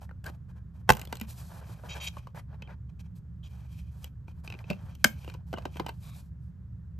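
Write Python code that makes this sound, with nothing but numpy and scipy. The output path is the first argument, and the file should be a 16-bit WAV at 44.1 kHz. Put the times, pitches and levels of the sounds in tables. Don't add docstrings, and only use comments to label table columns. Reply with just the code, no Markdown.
import sys
import numpy as np
from scipy import signal
from scipy.fft import rfft, irfft, next_fast_len
from scipy.io import wavfile

SR = 44100
rng = np.random.default_rng(int(sys.argv[2]) if len(sys.argv) > 2 else 0)


def log_audio(samples):
    frames = np.atleast_2d(samples).T
    limited = np.clip(frames, -1, 1)
    pcm = np.round(limited * 32767).astype(np.int16)
    wavfile.write(sys.argv[1], SR, pcm)


N = 308259
TIME_S = np.arange(N) / SR
HIT_TIME_S = np.arange(6000) / SR


def gain_of(db):
    return 10 ** (np.asarray(db) / 20)


def evened(x):
    return x / np.sqrt(np.mean(x ** 2) + 1e-20)


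def sized(x, db):
    return gain_of(db) * x / np.sqrt(np.sum(x ** 2) / (SR / 100) + 1e-20)


def read(points, hz):
    table_hz, value = np.transpose(points)
    return np.interp(np.log(hz + 1), np.log(table_hz + 1), value)


def add(mix, start_s, sound):
    part = mix[round(start_s * SR):][:len(sound)]
    part += sound[:len(part)]


def colour(x, spectrum, size=2048):
    hz = abs(np.fft.fftfreq(size, 1 / SR))
    log_gain = np.log(gain_of(read(spectrum, hz)))
    response = np.exp(np.conj(signal.hilbert(log_gain)))
    taps = np.fft.ifft(response).real
    return signal.oaconvolve(x, taps[:size // 2])[:len(x)]


def drift(rate_hz):
    hz = np.fft.rfftfreq(N, 1 / SR)[:N // 200]
    noise = rng.standard_normal(2 * len(hz) - 2)
    slow = irfft(rfft(noise) / (1 + (hz / rate_hz) ** 2))
    return evened(np.interp(TIME_S, np.linspace(0, TIME_S[-1], len(slow)), slow))


def burst(decay_s):
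    return rng.standard_normal(len(HIT_TIME_S)) * np.exp(-HIT_TIME_S / decay_s)


def tone(hz, decay_s):
    return np.sin(2 * np.pi * hz * HIT_TIME_S) * np.exp(-HIT_TIME_S / decay_s)


def ring(modes):
    return sum(gain_of(db - 60 * HIT_TIME_S / t60_s) * np.sin(2 * np.pi * hz * HIT_TIME_S)
               for hz, db, t60_s in modes)


# frequency in Hz, relative density in dB.
CRACK_SPECTRUM = [(200, -17.5), (600, -6.5), (1500, 0), (3000, -2.5), (4200, -3.5), (8500, -6.5),
                  (12500, -5.5), (14500, -11), (16000, -32)]


def snaps(rows, modes, crack_s, thump_hz, thump_s, rise_s):
    out = np.zeros(N)
    for start_s, ring_db, crack_db, thump_db in rows:
        body = sized(ring(modes) * (1 - np.exp(-HIT_TIME_S / rise_s)), ring_db)
        crack = sized(colour(burst(crack_s), CRACK_SPECTRUM), crack_db)
        thump = sized(tone(thump_hz, thump_s), thump_db)
        add(out, start_s, body + crack + thump)
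    return out


# start in seconds, ring in dB, crack in dB, thump in dB.
LATCHES = [(.8915, -14, -25, -33), (.90185, -11.5, -22, -20.5)]
# frequency in Hz, relative level in dB, t60 in seconds.
SHELL_MODES = [(235, -13, .04), (420, -10.5, .03), (492, -6, 0.032), (770, -6, .025), (863, 2.5, 0.023),
               (1027, -2.5, 0.023), (1524, 3, 0.015), (2000, -2, 0.014), (2650, -10.5, .025),
               (3100, -6.5, 0.013), (5560, -15.5, .02)]


def lid_latches():
    return snaps(LATCHES, SHELL_MODES, crack_s=.004, thump_hz=122, thump_s=0.0061, rise_s=0.0013)


# start in seconds, ring in dB, crack in dB, thump in dB.
HUB_PRONGS = [(5.0432, -20, -20, -38), (5.0451, -19.5, -19.5, -36)]
# frequency in Hz, relative level in dB, t60 in seconds.
DISC_MODES = [(570, -13.5, 0.023), (1000, -9.5, 0.014), (1557, -0.5, 0.028), (1634, -8.5, 0.022),
              (2120, -6, 0.024), (2672, -12.5, 0.013), (3070, 1, 0.015), (3980, -16, 0.012),
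              (4700, -15.5, .02), (5360, -12.5, .015), (6180, -5.5, 0.012), (7300, -7.5, 0.0064),
              (8180, -9, 0.027)]


def hub_prongs():
    return snaps(HUB_PRONGS, DISC_MODES, crack_s=0.0017, thump_hz=205, thump_s=0.0055, rise_s=0.00093)


# frequency in Hz, relative level in dB, t60 in seconds.
FREE_DISC_MODES = [(1590, -0.5, .04), (2200, -1.5, 0.025), (3010, -8, .025)]


def free_disc(rattle_db=-38):
    out = np.zeros(N)
    rattle = signal.fftconvolve(burst(decay_s=.03), ring(FREE_DISC_MODES))
    add(out, HUB_PRONGS[-1][0], sized(rattle, rattle_db))
    return out


# low edge in Hz, high edge in Hz, contact decay in seconds before the length share.
CLICK_PARTS = [(138, 490, 0.0039), (520, 1100, .0016), (1900, 4200, 0.0033), (4500, 16000, .0016)]
CLICK_TILT = (-.8, 0, 0.67, 1)


def clicks(rows, mix_db, level_db, tone_db, ring_share, length_share):
    out = np.zeros(N)
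    body = ring_share * ring(DISC_MODES)
    body[0] += 1
    for (low_hz, high_hz, decay_s), part_db, tilt in zip(CLICK_PARTS, mix_db, CLICK_TILT):
        band = signal.butter(2, [low_hz, high_hz], "band", fs=SR, output="sos")
        answer = signal.sosfilt(band, body)
        for start_s, db, bright_db, _ in rows:
            hit = signal.fftconvolve(burst(length_share * decay_s), answer)[:len(HIT_TIME_S)]
            add(out, start_s, sized(hit, level_db + db + part_db + tilt * bright_db))
    for start_s, db, _, hz in rows:
        add(out, start_s, sized(tone(hz, decay_s=.0035), tone_db + db))
    return out


# start in seconds, level in dB, brightness in dB,
# main resonance in Hz (none for creaks).
CRACKLES = [(.2421, -54, 1, 1590), (.2642, -45.5, -2, 1600), (.298, -49, -10, 784), (.9213, -36, 3, 983),
            (.934, -45, 3, 3210), (.951, -54.5, 7, 979), (.969, -45, 1, 980), (.995, -52.5, 7.5, 1260),
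            (1.0152, -42.5, 0, 2740), (1.052, -55.5, 5, 4160), (1.0734, -52, -5.5, 3400),
            (1.126, -41.5, -1, 1580), (1.1545, -50.5, 2.5, 3350), (1.17, -54.5, 3, 4150),
            (1.199, -55, 4, 2900), (1.2132, -41.5, 1.5, 2440), (4.0434, -48.5, 4, 3262),
            (4.9514, -62, 6, 3220), (5.2456, -52.5, -6.5, 2820)]
TAPS = [(.017, -54, -2, 800), (.0923, -55, -1, 1840), (.111, -53, -2, 1460), (1.694, -57, -22.5, 1010),
        (1.837, -49, -15, 636), (2.1692, -43.5, 1.5, 1085), (2.271, -48, 6, 1120), (2.3473, -49, 1.5, 853),
        (4.2817, -53, -1, 910)]
CREAKS = [(2.6222, -44, 1), (2.6752, -57.5, -4), (4.2817, -58, -14), (4.4764, -43.5, 3.5),
          (4.501, -42.5, 3.5), (4.5237, -43.5, 2), (4.54, -47.5, -3), (4.55, -52.5, -14), (4.59, -57.5, 13),
          (4.6421, -54.5, -9), (4.7021, -36.5, 10.5), (4.7307, -52, 7), (5.2894, -56, -1), (5.299, -50, 10),
          (5.32, -61, 3.5), (5.6222, -59, 7)]
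KNOCKS = [(1.127, -37.5, 0.5, 885), (4.71, -38.5, -5, 560), (5.0555, -43, 2, 1662),
          (5.278, -50, -10.5, 2780), (5.3399, -59, 15, 995), (5.348, -54.5, -10.5, 980),
          (5.529, -42, 1, 659), (5.5382, -38, -4.5, 670), (5.574, -46, -7, 604), (5.584, -45, -1, 670),
          (5.6539, -36.5, -3.5, 760), (5.665, -57.5, -6, 720), (5.7582, -49, -7, 920),
          (5.7693, -49, 7.5, 3150), (5.7973, -33, -4, 1030), (5.804, -45.5, -12, 830),
          (5.8445, -59, -7.5, 913), (5.8639, -39, 3, 745), (5.884, -52.5, 9, 935), (5.891, -41.5, 5, 900)]
CRACKLE_MIX, TAP_MIX, CREAK_MIX, KNOCK_MIX = (-5, -5, -1, 0), (-11.5, 0, -17.5, -22), (-5.5, -8, -5, -20), (-2.5, 0, -6, -15.5)
CREAK_HZ, CREAK_SCATTER = 2504, 0.057


def contacts():
    creaks = [(*row, CREAK_HZ * (1 + CREAK_SCATTER * rng.uniform(-0.9, 1))) for row in CREAKS]
    return (clicks(CRACKLES, CRACKLE_MIX, level_db=-3, tone_db=-4, ring_share=.03, length_share=1.0)
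            + clicks(TAPS, TAP_MIX, level_db=-3, tone_db=-3, ring_share=0.047, length_share=2.0)
            + clicks(creaks, CREAK_MIX, level_db=-4.0, tone_db=-3, ring_share=0.036, length_share=0.79)
            + clicks(KNOCKS, KNOCK_MIX, level_db=0, tone_db=-2.5, ring_share=0.039, length_share=1.4))


PRESS_SHARE, LIFT_S, LIFT_SHARE = 0.4, 0.0037, 0.054


def pressure(length_s):
    lift_s = LIFT_S + LIFT_SHARE * length_s
    t = np.arange(0, length_s + 10 * lift_s, 1 / SR)
    press = np.minimum(t / (PRESS_SHARE * length_s), 1)
    return press * np.exp(-np.maximum(t - length_s, 0) / lift_s)


# start in seconds, length in seconds, level in dB,
# brightness in dB.
RUBS = [(.003, 0.047, -65, 14), (.236, 0.06, -47.5, 3.5), (.257, 0.0088, -47.5, 3), (.298, 0.055, -63.5, 3),
        (.48, 0.033, -67, 4), (.55, 0.041, -68, 0), (.735, 0.078, -71, 5.5), (.872, 0.046, -46.5, -2),
        (.91, 0.13, -52, 2.5), (1.08, .07, -55, 6.5), (1.31, 0.22, -58, -3), (1.46, 0.17, -55.5, -4),
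        (1.57, 0.33, -61.5, 10), (1.8, 0.13, -53, 4.5), (1.87, 0.21, -53, -6), (2.345, 0.052, -53, 5),
        (2.475, 0.076, -59.5, -9.5), (2.57, 0.13, -64.5, -14.5), (2.675, 0.065, -52.5, -11.5),
        (3.5, 0.16, -68, 3.5), (4.425, 0.19, -62.5, 3), (4.78, .12, -58.5, 5), (5.26, 0.057, -55.5, 7.5),
        (5.34, 0.071, -70.5, -10), (5.515, 0.16, -60, 2), (5.75, .17, -60.5, 2)]
SCRAPES = [(1.14, 0.11, -58, -13), (1.88, 0.11, -53, -5), (2.0, 0.067, -61.5, 11), (2.09, 0.1, -68, -0.5),
           (2.18, 0.12, -72.5, -7), (2.89, 0.012, -68.5, -12), (2.99, .022, -64, -1),
           (3.035, .03, -71.5, -6.5), (3.425, 0.051, -70, 2), (3.45, .22, -76.5, 2.5),
           (3.63, 0.25, -74, 5.5), (4.02, 0.058, -65.5, -5), (4.27, 0.049, -68.5, -1.5),
           (4.62, 0.17, -59.5, -13), (4.87, .09, -65, -6.5), (4.95, 0.16, -71.5, 4.5),
           (5.05, .14, -61.5, -2.5), (5.16, 0.19, -62.5, -3), (5.66, 0.12, -64.5, -1)]
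BRUSHES = [(1.265, 0.067, -57.5, 3.5), (1.31, 0.18, -66.5, 12), (1.45, 0.15, -69, 8.5),
           (2.01, 0.072, -59, 12.5), (3.15, 0.036, -68, 1), (3.9, .13, -64, -3.5),
           (4.33, 0.072, -72.5, -5.5), (4.435, .035, -50.5, -9.5), (5.46, 0.062, -61.5, -5),
           (5.91, 0.1, -71, 0.5), (6.0, 0.1, -59, 0), (6.08, 0.13, -67.5, 2), (6.17, .12, -77, 0),
           (6.38, 0.12, -85.5, 1)]
RUB_MIX, SCRAPE_MIX, BRUSH_MIX = (0, -14, -14), (-2, 0, -3), (-5, -12.5, 0)
STROKE_TILT = (0, .5, 1)
WANDER_DB, WANDER_HZ = 3.4, 9


def strokes():
    power = np.zeros((3, N))
    for rows, mix_db in [(RUBS, RUB_MIX), (SCRAPES, SCRAPE_MIX), (BRUSHES, BRUSH_MIX)]:
        for start_s, length_s, db, bright_db in rows:
            for layer, layer_db, tilt in zip(power, mix_db, STROKE_TILT):
                level = gain_of(db + layer_db + tilt * bright_db)
                add(layer, start_s, (level * pressure(length_s)) ** 2)
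    return np.sqrt(power) * gain_of(WANDER_DB * drift(rate_hz=WANDER_HZ))


def friction(spectrum, slips_per_s, spread_db, smooth_share, judder_db):
    sizes = gain_of(spread_db * np.minimum(rng.exponential(1, N), 4))
    happens = rng.random(N) < slips_per_s / SR
    slips = sizes * rng.choice([-1, 1], N) * happens
    judder = gain_of(judder_db * drift(rate_hz=22))
    drive = (evened(slips) + smooth_share * rng.standard_normal(N)) * judder
    return evened(colour(drive, spectrum))


# frequency in Hz, relative density in dB.
SKIN_SPECTRUM = [(150, -26), (350, -7), (600, 0), (950, 1.5), (1300, -4.5), (1650, -5), (2300, -19.5),
                 (4000, -24), (9000, -46.5)]
SCRAPE_SPECTRUM = [(1200, -26), (2000, -10.5), (2450, 4.5), (2850, -8), (3170, 3.5), (3500, -12.5),
                   (3800, -7), (4150, -10), (4650, -11.5), (5350, -10.5), (6000, -8.5), (7500, -18.5),
                   (12000, -26.5)]
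HISS_SPECTRUM = [(800, -17), (2500, -6.5), (4200, -1), (7000, -3.5), (9000, -0.5), (10500, 3.5),
                 (12200, -1), (14000, -8.5), (15200, -13), (16000, -32)]


def rubbing():
    skin, scrape, hiss = strokes()
    skin_noise = friction(SKIN_SPECTRUM, slips_per_s=1400, spread_db=3.5, smooth_share=0.94, judder_db=1.5)
    scrape_noise = friction(SCRAPE_SPECTRUM, slips_per_s=940, spread_db=1.5, smooth_share=.4, judder_db=-1.0)
    hiss_noise = friction(HISS_SPECTRUM, slips_per_s=4000, spread_db=2.0, smooth_share=0.87, judder_db=1.64)
    return skin * skin_noise + scrape * scrape_noise + hiss * hiss_noise


def sing(length_s, hz, width_hz, db):
    b, a = signal.iirpeak(hz, hz / width_hz * np.sqrt(np.sqrt(2) - 1), fs=SR)
    once = signal.lfilter(b, a, rng.standard_normal(SR // 2))
    sung = signal.lfilter(b, a, once)[:round(length_s * SR)]
    return gain_of(db) * evened(sung * signal.windows.tukey(len(sung), .3))


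# start in seconds, length in seconds, level in dB before the
# mode levels, brightness in dB per octave.
SQUEAKS = [(1.886, 0.065, -45.5, -0.5), (1.996, 0.089, -43.5, -2), (2.068, 0.021, -37.5, 1),
           (3.435, 0.041, -68.5, 5)]
# frequency in Hz, width in Hz, relative level in dB.
SQUEAK_MODES = [(2476, 360, -5), (3160, 98, -4), (3790, 90, -8), (4720, 440, -13), (5820, 60, -13),
                (6630, 710, -12)]
# start in seconds, length in seconds,
# frequency in Hz, width in Hz, level in dB.
GROANS = [(.257, 0.0243, 1607, 59, -43.5), (0.472, 0.16, 1600, 100, -78), (2.35, 0.063, 1760, 451, -60),
          (2.613, 0.065, 3150, 122, -67), (2.685, 0.055, 1780, 605, -64.5), (3.426, 0.055, 3180, 328, -63),
          (4.693, 0.047, 2630, 120, -50), (5.559, 0.032, 2910, 143, -53.5), (5.875, 0.034, 930, 70, -46.5),
          (6.014, .16, 3710, 382, -68), (6.021, 0.129, 1160, 151.7, -69.5),
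          (6.014, 0.174, 2350, 348, -71.5)]


def squeaks():
    out = np.zeros(N)
    for start_s, length_s, db, bright_db in SQUEAKS:
        for hz, width_hz, mode_db in SQUEAK_MODES:
            octaves = np.log2(hz / SQUEAK_MODES[0][0])
            add(out, start_s, sing(length_s, hz, width_hz, db + mode_db + bright_db * octaves))
    for start_s, *groan in GROANS:
        add(out, start_s, sing(*groan))
    return out


# start in seconds, frequency in Hz, level in dB, decay in seconds.
BUMPS = [(.897, 202, -27, .008), (0.901, 490, -29, .012), (0.901, 59.4, -28.5, .03),
         (0.918, 135, -31, .012), (1.042, 44.6, -43, .08), (1.215, 215.3, -35, .009),
         (4.701, 182.5, -28, .012), (4.7021, 603, -36, .007), (4.835, 119, -35.5, .012),
         (5.052, 220, -25.5, .005)]


def bumps(soft_s=0.0016):
    out = np.zeros(N)
    for start_s, hz, db, decay_s in BUMPS:
        note = tone(hz, decay_s) * (1 - np.exp(-HIT_TIME_S / soft_s))
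        add(out, start_s, sized(note, db))
    return out


def reflections(x, count=8, span_s=0.0019):
    taps = np.zeros(SR // 20)
    delays = (span_s * SR * rng.random(count)).astype(int)
    taps[delays] = rng.choice([-1, 1], count)
    treble = signal.sosfilt(signal.butter(1, 350, "high", fs=SR, output="sos"), x)
    return signal.oaconvolve(treble, taps / np.sqrt(count))[:N]


# frequency in Hz, t60 in seconds.
ROOM_DECAY = [(150, .3), (600, 0.18), (1600, 0.13), (4000, 0.12), (8000, 0.14), (15000, .2)]


def room(x, gap_s=0.0053):
    t = np.arange(SR // 2) / SR
    hz, frame_s, bands = signal.stft(rng.standard_normal((2, len(t))), SR, nperseg=256)
    decay = gain_of(-60 * frame_s / read(ROOM_DECAY, hz)[:, None])
    tail = signal.istft(bands * decay, SR, nperseg=256)[1][:, :len(t)]
    tail = tail * np.clip(t / gap_s - 1, 0, 1)
    return signal.fftconvolve(x[None], tail / np.linalg.norm(tail[0]), axes=1)[:, :N]


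# frequency in Hz, relative density in dB.
RUMBLE_SPECTRUM = [(20, -34.5), (38, -7), (55, -4), (72, 2), (100, -0.5), (130, -3.5), (175, -2.5),
                   (215, -20), (270, -24), (350, -48)]
AIR_SPECTRUM = [(100, -7), (300, 6.5), (450, 1.5), (800, -7), (1000, -4), (1700, -7.5), (2200, -17),
                (4000, -23), (8000, -26), (15000, -27.5)]
# centre frequency in Hz, rms level in dB before a 2.5 dB cut.
HUM_TONES = [(70.0, -46.5), (118.4, -50)]


def hum(rumble_db=-45.0, air_db=-72, waver_db=1.0):
    rumble_shape = RUMBLE_SPECTRUM + [(700, -68.0), (2000, -100)]
    rumble = gain_of(rumble_db) * evened(colour(rng.standard_normal(N), rumble_shape, size=8192))
    out = rumble + gain_of(air_db) * evened(colour(rng.standard_normal(N), AIR_SPECTRUM))
    for hz, db in HUM_TONES:
        waver = gain_of(waver_db * drift(rate_hz=2))
        phase = 2 * np.pi * hz * TIME_S + .6 * drift(rate_hz=1.5)
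        out += gain_of(db - 2.5) * evened(waver * np.sin(phase))
    return out


# frequency in Hz, lead of the left in radians.
PORT_PHASE = [(100, 0), (700, .1), (1380, .5), (1900, .3), (3010, .8), (4400, .4), (5510, -.6), (7060, .1),
              (8100, -.6), (9220, -2.4), (10200, -3.3), (12400, -6.1), (13700, -6.5), (15200, -9.2)]
# frequency in Hz, left minus right in dB.
PORT_BALANCE = [(110, -1.5), (200, -4.5), (380, -0.5), (650, 1), (870, 0), (1290, 2), (2400, 1),
                (15000, -1)]


def ports(pair):
    size = next_fast_len(N + 4096)
    hz = np.fft.rfftfreq(size, 1 / SR)
    common, own = rfft(pair, size)
    lean = gain_of(read(PORT_BALANCE, hz) / 2) * np.exp(.5j * read(PORT_PHASE, hz))
    side = own / (1 + (hz / 7000) ** 4)
    return irfft(np.array([(common + side) * lean, (common - side) / lean]), size)[:, :N]


def scene():
    lid = lid_latches()
    hub = hub_prongs() + free_disc()
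    small = contacts() + rubbing() + squeaks() + bumps()
    wet = room(gain_of(-22.5) * lid + gain_of(-16.5) * hub + gain_of(-16.5) * small)
    near = lid + hub + small
    side = gain_of(-10) * reflections(near) + gain_of(-17) * hum()
    return ports(wet + np.array([near + hum(), side]))


CUTOFF_HZ = 15200


def record(dry):
    lean = signal.sosfilt(signal.butter(3, 34, "high", fs=SR, output="sos"), dry)
    rounded = 1.1 * np.tanh(lean / 1.1)
    lowpass = signal.firwin(255, CUTOFF_HZ, window=("kaiser", 9), fs=SR)
    return signal.oaconvolve(rounded, lowpass[None], "same")


dry = scene()
out = record(dry)
log_audio(out)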